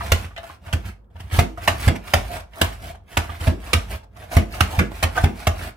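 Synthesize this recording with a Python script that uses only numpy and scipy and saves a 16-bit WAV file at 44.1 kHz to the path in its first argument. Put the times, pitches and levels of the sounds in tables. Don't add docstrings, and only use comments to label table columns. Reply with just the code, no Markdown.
import sys
import numpy as np
from scipy import signal
from scipy.fft import rfft, irfft, next_fast_len
from scipy.io import wavfile
from scipy.ndimage import map_coordinates

SR = 44100
rng = np.random.default_rng(int(sys.argv[2]) if len(sys.argv) > 2 else 0)


def linear_from_db(decibels):
    return 10 ** (np.asarray(decibels, float) / 20)


def master_out(mix):
    frames = np.transpose(np.atleast_2d(mix))
    ceiling = np.clip(frames, -1, 1)
    pcm = np.round(ceiling * 32767).astype(np.int16)
    wavfile.write(sys.argv[1], SR, pcm)


N = 254016

# (time [s], peak [dB], hopper [dB], brightness [dB], rattle length [s])
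TOP_STOPS = [
    (0.117, -10.5, -11, -3.5, 0.0029),
    (0.726, -18, -15, -12, 0.0089),
    (1.674, -4, -19.5, -16.5, 0.0084),
    (2.135, -3.5, -11.5, -10.5, 0.0017),
    (2.612, -3, -18, -15, 0.0043),
    (3.168, -7.5, -23.5, -13, 0.0056),
    (3.73, -10, -19.5, -6.5, 0.0053),
    (4.604, -9, -9, -9, 0.0041),
    (5.025, -14.5, -14.5, -9, 0.013),
    (5.467, -19, -3, -4, 0.0062),
]
# (centre [Hz], width [Hz], level [dB])
FRAME_MODES = [(1200, 24, 4.5), (1698, 350, 6), (2120, 130, 1.5), (2210, 130, -3), (2736, 300, 2),
               (3215, 720, -1), (4420, 540, -32.5), (5120, 290, -11.5)]
# (centre [Hz], width [Hz], level [dB])
HOPPER_MODES = [(680.3, 64, 13), (576, 50, -28), (824, 65, -2.5)]
# (frequency [Hz], left minus right [dB])
LEFT_DB = [(60, -.6), (180, -4), (400, -1.4), (1500, -1.8), (5000, -3), (14000, -4.4)]


def unit(x):
    return x / np.sqrt(np.mean(x ** 2) + 1e-20)


def along(points, hz):
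    f, v = np.transpose(points)
    return np.interp(np.log(hz + 1), np.log(f + 1), v)


def filtered(x, response):
    m = 2 * next_fast_len(N // 2 + SR // 4)
    hz = np.fft.rfftfreq(m, 1 / SR)
    return irfft(rfft(x, m) * response(hz), m)[..., :N]


def coloured(x, spectrum):
    return unit(filtered(x, lambda hz: linear_from_db(along(spectrum, hz))))


def resonant(x, modes):
    def response(f):
        body = 0
        for k, (centre, width, db) in enumerate(modes):
            damping = 1j * f * width
            body = body + (-1) ** k * linear_from_db(db) * damping / (centre * centre - f * f + damping + 1e-9)
        return body / np.sqrt(np.mean(np.abs(body) ** 2))
    return filtered(x, response)


def wobble(knots_per_s):
    knots = rng.standard_normal(int(N * knots_per_s / SR) + 4)
    fine = map_coordinates(knots, [np.arange(0, N + 8, 8) * knots_per_s / SR])
    return np.interp(np.arange(N) / 8, np.arange(len(fine)), fine)


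def grit(spread_db):
    return unit(rng.standard_normal(N) * linear_from_db(spread_db * wobble(900)))


def house():
    # (frequency [Hz], level [dB per Hz])
    spectrum = [(18, -13), (30, 7), (76, -11), (519, -13), (694, -20.5), (1150, -23.5), (1660, -31.5),
                (2470, -75), (16500, -49.5)]
    noise = rng.standard_normal((2, N)) + 0.55 * rng.standard_normal(N)
    return linear_from_db(-56) * coloured(noise, spectrum)


def kitchen(x):
    # (frequency [Hz], t60 [s])
    decay = [(150, 0.088), (700, 0.32), (2000, 0.21), (6000, 0.23), (14000, 0.14)]
    wet, step = np.zeros((2, N + SR)), SR // 4
    for start in range(0, N, step):
        hz, t, z = signal.stft(rng.standard_normal((2, SR // 2)), SR, nperseg=256)
        dying = z * linear_from_db(-60 * t / along(decay, hz)[:, None])
        tail = signal.istft(dying, SR, nperseg=256)[1]
        piece = signal.fftconvolve(x[None, start:start + step], tail / np.linalg.norm(tail[0]), axes=1)
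        wet[:, start + 120:][:, :piece.shape[1]] += piece
    return wet[:, :N]


def ports(x, lasts_s, lag_s, near_db, near_hz, even):
    near_t60_s, lag_fades_hz = 0.016, 1740
    step, t = round(lasts_s * SR), np.arange(round(near_t60_s * SR)) / SR
    padded, out = np.pad(x, (step, 2 * step)), np.zeros((2, N + 4 * step + len(t)))
    high = signal.butter(1, near_hz, "high", fs=SR)
    for start in range(0, N + step, step):
        near = signal.lfilter(*high, rng.standard_normal((2, len(t))) * linear_from_db(-60 * t / near_t60_s))
        near = linear_from_db(near_db) * near / np.linalg.norm(near[0])
        near[:, 0] = 1
        spectrum = rfft(near)
        near = irfft(spectrum / np.abs(spectrum) ** even, len(t))
        faded = padded[start:][:2 * step] * np.hanning(2 * step)
        piece = signal.fftconvolve(faded[None], near, axes=1)
        out[:, start:][:, :piece.shape[1]] += piece / np.linalg.norm(near[0])
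    side = np.array([[0.5], [-0.5]])

    def balance(hz):
        delay_s = side * lag_s / (1 + (hz / lag_fades_hz) ** 2)
        return linear_from_db(side * along(LEFT_DB, hz)) * np.exp(-2j * np.pi * hz * delay_s)
    return filtered(out[:, step:][:, :N], balance)


def travel(rows, rise, start_db, slows_db_per_s, t):
    stop, length, db = np.transpose(rows)[:3, :, None]
    since_full_speed = t - stop + length - rise * length
    early = np.clip(-since_full_speed / (rise * length), 0, 1)
    waking = 499 * np.maximum(stop - length - t, 0)
    dying = 800 * np.maximum(t - stop, 0)
    easing = slows_db_per_s * np.maximum(since_full_speed, 0)
    return db + start_db * early ** 1.43 - easing - waking - dying


def stroke():
    # (stop [s], travel [s], slide [dB], hopper [dB], counter [dB])
    down = [(.265, .13, -55, -15, 0.), (0.893, 0.055, -49.5, -22, 4), (1.4, 0.091, -35, -10, -0.5),
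            (1.87, 0.094, -39.5, -7.5, 1), (2.374, 0.096, -44, 8.5, -1.5), (2.91, 0.12, -50, 4.5, -2),
            (3.48, 0.1, -42, -0.5, -8.5), (3.956, 0.082, -46.5, 6.5, 2), (4.38, 0.079, -39, 6, -3.5),
            (4.787, 0.095, -42, 8.5, -5), (5.235, 0.12, -43, -1, 4), (5.688, 0.16, -46.5, 2.5, -0.5)]
    # (stop [s], travel [s], slide [dB], hopper [dB], counter [dB])
    up = [(.115, 0.15, -44, 3.5, 3.5), (0.549, 0.17, -55.5, -8.5, -19), (.73, 0.12, -56.5, 8, -1),
          (1.259, 0.12, -60.5, -4, 4.5), (1.673, 0.1, -46, -0.5, 0.), (1.965, 0.036, -61, 18.5, 5),
          (2.136, 0.11, -45, -5.5, -6.5), (2.425, 0.017, -67.5, 0, -10.5), (2.611, 0.087, -48, 5, -12),
          (3.168, 0.1, -52.5, -0.5, -11.5), (3.37, 0.11, -56.5, 0., -2), (3.729, 0.14, -46.5, 4.5, -4),
          (4.243, .1, -54.5, 8.5, -2.5), (4.604, 0.12, -45, -0.5, 1.5), (5.025, 0.13, -46.5, -2.5, -3.5),
          (5.463, 0.14, -46, 3, -5)]
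    # (frequency [Hz], level [dB per Hz])
    crunch_spectrum = [(150, -20), (250, -2), (548, -9), (687, -3.5), (1040, -6.5), (1550, -4.5),
                       (1810, -10), (2240, -5), (3300, -15), (6000, -39), (7800, -59), (13200, -120)]
    # (frequency [Hz], level [dB per Hz])
    hiss_spectrum = [(2350, -6), (4000, -3.5), (5350, -6.5), (6780, -10), (9340, -6.5), (14400, -10.5),
                     (16000, -14.5), (16500, -44.5)]
    # (frequency [Hz], level [dB per Hz])
    rumble_spectrum = [(15, -47), (25, -15), (38, -14), (59, 6.5), (92, 7.5), (135, -8), (177, -7.5),
                       (208, -7.5), (250, -19.5), (320, -81), (550, -120)]
    brisk_db = -45
    t, top = np.arange(0, N / SR + 0.002, 0.001), np.array(TOP_STOPS)

    since = t - top[:, :1]
    coast = np.where(since > 0, top[:, 1:2] - 33.5 - 157 * since, -400)
    pushing = travel(down, rise=0.46, start_db=-15.5, slows_db_per_s=12, t=t)
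    returning = travel(up, rise=0.56, start_db=-19, slows_db_per_s=68.5, t=t)
    slide_db = np.vstack([pushing, returning, coast]) - brisk_db
    extras = np.vstack([np.vstack([down, up])[:, 3:], np.zeros((len(top), 2))])
    hopper_db, counter_db = extras.T[:, :, None]

    def gain(db):
        return np.interp(np.arange(N) / SR, t, linear_from_db(db).sum(axis=0))

    judder = wobble(30)
    fibres = coloured(grit(3), crunch_spectrum) + 0.4 * unit(resonant(grit(3), FRAME_MODES))
    crunch = gain(-38 + 0.84 * slide_db) * linear_from_db(1.5 * judder + 2 * wobble(120)) * unit(fibres)
    hum = gain(-33.5 + hopper_db + slide_db) * linear_from_db(-10 + 0.5 * judder + 2.6 * wobble(22.18))
    hum = hum * unit(resonant(grit(2.6), HOPPER_MODES))
    hiss = gain(brisk_db + slide_db) * linear_from_db(3 + 1.2 * judder) * coloured(grit(4.3), hiss_spectrum)
    shake = gain(-36 + counter_db + 0.5 * slide_db) + linear_from_db(-56)
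    return crunch + hum + hiss, shake * coloured(rng.standard_normal(N), rumble_spectrum)


def small_blows():
    # (time [s], peak [dB], pitch [Hz], hopper [dB])
    knocks = [(.007, -15, 962, -21.5), (0.308, -33, 930, -41), (0.363, -21, 2060, -27),
              (0.431, -26.5, 890, -7.5), (0.496, -24.5, 850, -24), (.68, -27, 1200, -18),
              (1.034, -59.5, 966, -5), (1.1, -52, 930, -7), (1.156, -32, 945, -17),
              (1.574, -20.5, 1016, -9.5), (2.534, -29, 2300, -24.5), (2.566, -31, 940, -9.5),
              (2.946, -31, 896, -12), (3.293, -18, 965, -38.5), (3.318, -27.5, 1650, -13),
              (4.029, -41.5, 1300, -1.5), (4.706, -36, 925, 5), (4.912, -27, 860, -6.5)]
    # (time [s], peak [dB], pitch [Hz], counter [dB])
    snaps = [(0.056, -27, 1232, -10), (.243, -30, 1680, 5.5), (.66, -35, 1430, -2.5),
             (0.854, -33, 2400, -29), (1.197, -29.5, 974, -1), (1.952, -24, 1464, -31),
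             (2.071, -28.5, 1990, -26), (2.395, -29.5, 1195, -7.5), (3.128, -37, 1500, -9),
             (3.404, -24.5, 1440, -16), (3.662, -29, 2300, -22), (4.163, -36, 960, -10),
             (4.314, -29.5, 815, -16), (4.536, -24.5, 2240, -23)]
    # (time [s], peak [dB], pitch [Hz], hopper [dB])
    drops = [
        (0.376, -20.5, 3040, -14),
        (1.312, -22.5, 2350, -26),
        (3.687, -29, 1080, -17),
        (5.153, -24.5, 1308, -1),
        (5.163, -17, 1210, -7),
        (5.174, -3.5, 1250, -21),
    ]
    rows = [(s, db, hop, -42, hz, -15.5) for s, db, hz, hop in knocks]
    rows += [(s, db, -17.5, -10.5, hz, low) for s, db, hz, low in snaps]
    rows += [(s, db, hop, -31, hz, -26) for s, db, hz, hop in drops]
    return np.array(rows)


def pieces(e, level_db, cycles):
    out, t = np.zeros(N + SR), np.arange(SR // 10) / SR
    for s, db, hz in e[:, [0, 1, 4]]:
        shake = rng.standard_normal(len(t)) * linear_from_db(-60 * t / 0.04)
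        tones = np.sin(2 * np.pi * hz * t) + 0.8 * np.sin(2 * np.pi * 1.22 * hz * t)
        ring = signal.fftconvolve(shake, linear_from_db(-60 * t * hz / cycles) * tones)[:len(t)]
        out[round(s * SR):][:len(t)] += linear_from_db(db + level_db) * ring / np.abs(ring).max()
    return out[:N]


def swing(times, level_db, rises, modes):
    out, t = np.zeros(N + SR), np.arange(SR // 2) / SR
    for s, db, rise in np.broadcast(times, level_db, rises):
        ring = 0
        for hz, level, t60 in modes:
            ring = ring + linear_from_db(level + rng.normal(0, 1.32) - 60 * t / t60) * np.sin(2 * np.pi * hz * t)
        out[round(s * SR):][:len(t)] += linear_from_db(db) * ring * (1 - np.exp(-t / rise))
    return out[:N]


def rattle(times, lengths, level_db, rise_s, fall_s):
    shape, t = np.zeros(N + SR), np.arange(SR // 4) / SR
    for s, length, db in np.broadcast(times, lengths, level_db):
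        fall = linear_from_db(-60 * np.maximum(t - length, 0) / fall_s)
        shape[round(s * SR):][:len(t)] += linear_from_db(db) * (1 - np.exp(-t / rise_s)) * fall
    return shape[:N]


def blows(e, lengths, body_db, hopper_db, crack_db, rise_s, fall_s, dull_hz):
    # (frequency [Hz], level [dB per Hz])
    crack_spectrum = [(1760, 4.5), (3000, 1.5), (3610, -3), (4700, -7.5), (4980, -7), (7320, -11),
                      (12100, -12.5), (15600, -19), (16500, -85)]
    s, peak_db, hollow_db, bright_db = e[:, :4].T
    body = resonant(rattle(s, lengths, peak_db + body_db, rise_s, fall_s) * grit(4), FRAME_MODES)
    body = filtered(body, lambda hz: (hz / (hz - 900j)) ** 3 / (1 + 1j * hz / dull_hz) ** 2)
    hollow = rattle(s, lengths, peak_db + hollow_db + hopper_db, rise_s, fall_s)
    hopper = resonant(hollow * grit(6.4), HOPPER_MODES)
    sharp_db = peak_db + bright_db + crack_db
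    crack = rattle(s, lengths, sharp_db, rise_s, fall_s=0.028)
    settling = rattle(s, lengths, sharp_db - 27, rise_s, fall_s=0.46)
    return body + hopper + (crack + settling) * coloured(grit(1.7), crack_spectrum)


def stops():
    # (time [s], peak [dB], hopper [dB], brightness [dB], rattle length [s])
    thuds = [
        (1.386, -19.5, -6, -3, 0.009),
        (1.875, -19, -11.5, -8.5, 0.0096),
        (3.467, -25, -3, -11.5, 0.013),
        (4.365, -15.5, 0, -6.5, 0.0037),
        (4.788, -13, -9, -11.5, 0.0047),
        (5.236, -18, -2.5, -14, 0.0064),
    ]
    # (time [s],
    # level [dB], rise [s])
    pushes = [(0.1205, -7, 0.0072), (0.7352, -11, 0.0066), (1.328, -12.5, 0.0092), (1.3859, -6, 0.0019),
              (1.6834, -8.5, 0.024), (1.873, -7, 0.0019), (2.1396, -3.5, 0.029), (2.6238, -6, 0.038),
              (3.176, -11.5, 0.0039), (3.411, -21, 0.0021), (3.4743, -6.5, 0.0053), (3.742, -4, 0.018),
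              (4.367, -5.5, 0.0017), (4.61, -7.5, 0.0069), (4.7829, -5, 0.0041), (5.0372, -11, 0.0051),
              (5.2384, -9, 0.00064), (5.4729, -8, 0.0073)]
    # (centre [Hz], width [Hz], level [dB])
    base_modes = [(239, 100, -15.5), (440, 13, -24), (940, 960, -6), (1630, 280, 1), (1990, 75, 2.5),
                  (2165, 350, 2.5), (3140, 580, -7.5)]
    # (centre [Hz], width [Hz], level [dB])
    shudder_modes = [(170, 66, 1), (255, 44, 0), (326.6, 20, -1.5), (378, 70, -7.5), (438, 68, -8)]
    # (frequency [Hz], level [dB], t60 [s])
    counter_modes = [(83.1, 5, 0.13), (51.45, -20, 0.93), (108, -14.5, 0.2)]
    # (frequency [Hz], level [dB], t60 [s])
    feet_modes = [(139, 5.5, 0.12), (158.4, -38, 0.11), (245, -2.5, 0.11)]
    top, bottom, small, push = map(np.array, (TOP_STOPS, thuds, small_blows(), pushes))
    top[:, 0] += 0.001
    bottom[:, 0] += 0.001

    air = blows(top, top[:, 4], body_db=-7, hopper_db=10.5, crack_db=10,
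                rise_s=0.0014, fall_s=0.031, dull_hz=6200)
    air += blows(bottom, bottom[:, 4], body_db=-1, hopper_db=8, crack_db=9.5,
                 rise_s=0.0012, fall_s=0.023, dull_hz=5180)
    slam = rattle(bottom[:, 0], bottom[:, 4], bottom[:, 1] - 6, rise_s=0.00025, fall_s=0.11)
    air += resonant(slam * grit(1), base_modes)
    air += blows(small, 0.011, body_db=-12, hopper_db=4, crack_db=4,
                 rise_s=0.0046, fall_s=0.042, dull_hz=3040)
    air += pieces(small, level_db=-4, cycles=30)
    jolt = rattle(top[:, 0], 0.01, -27, rise_s=0.008, fall_s=0.25)
    jolt += rattle(bottom[:, 0], 0.02, -19.5, rise_s=0.004, fall_s=0.3)
    air += resonant(jolt * grit(2.5), shudder_modes)

    boom = swing(*push.T, counter_modes)
    boom += swing(small[:, 0] + 0.0065, small[:, 1] + small[:, 5], 0.0052, counter_modes)
    boom += swing(bottom[:, 0] + 0.002, -22, 0.001, feet_modes)
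    return air, boom


def scene():
    hits, booms = stops()
    rub, rumble = stroke()
    air = ports(hits, lasts_s=0.09, lag_s=0.00024, near_db=4, near_hz=1500, even=0.48)
    air += ports(rub, lasts_s=0.04, lag_s=0.0002, near_db=4.5, near_hz=1500, even=0.92)
    side = np.array([[0.5], [-0.5]])
    counter = filtered(booms + rumble, lambda hz: linear_from_db(side * along(LEFT_DB, hz)))
    room = linear_from_db(-9) * kitchen(hits) + linear_from_db(-6.5) * kitchen(rub + linear_from_db(-9.5) * booms)
    return air + room + counter + house()


def roll_off(x):
    return signal.sosfilt(signal.butter(12, 16820, fs=SR, output="sos"), x)


def record(dry):
    thin = filtered(dry, lambda hz: 1 / np.sqrt(1 + (43 / (hz + 1)) ** 14))
    held = thin / (1 + np.abs(thin) ** 6) ** (1 / 6)
    mix = filtered(held, lambda hz: 1 / (1 + (hz / 16000) ** 80))
    return roll_off(mix)


dry = scene()
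out = record(dry)
master_out(out)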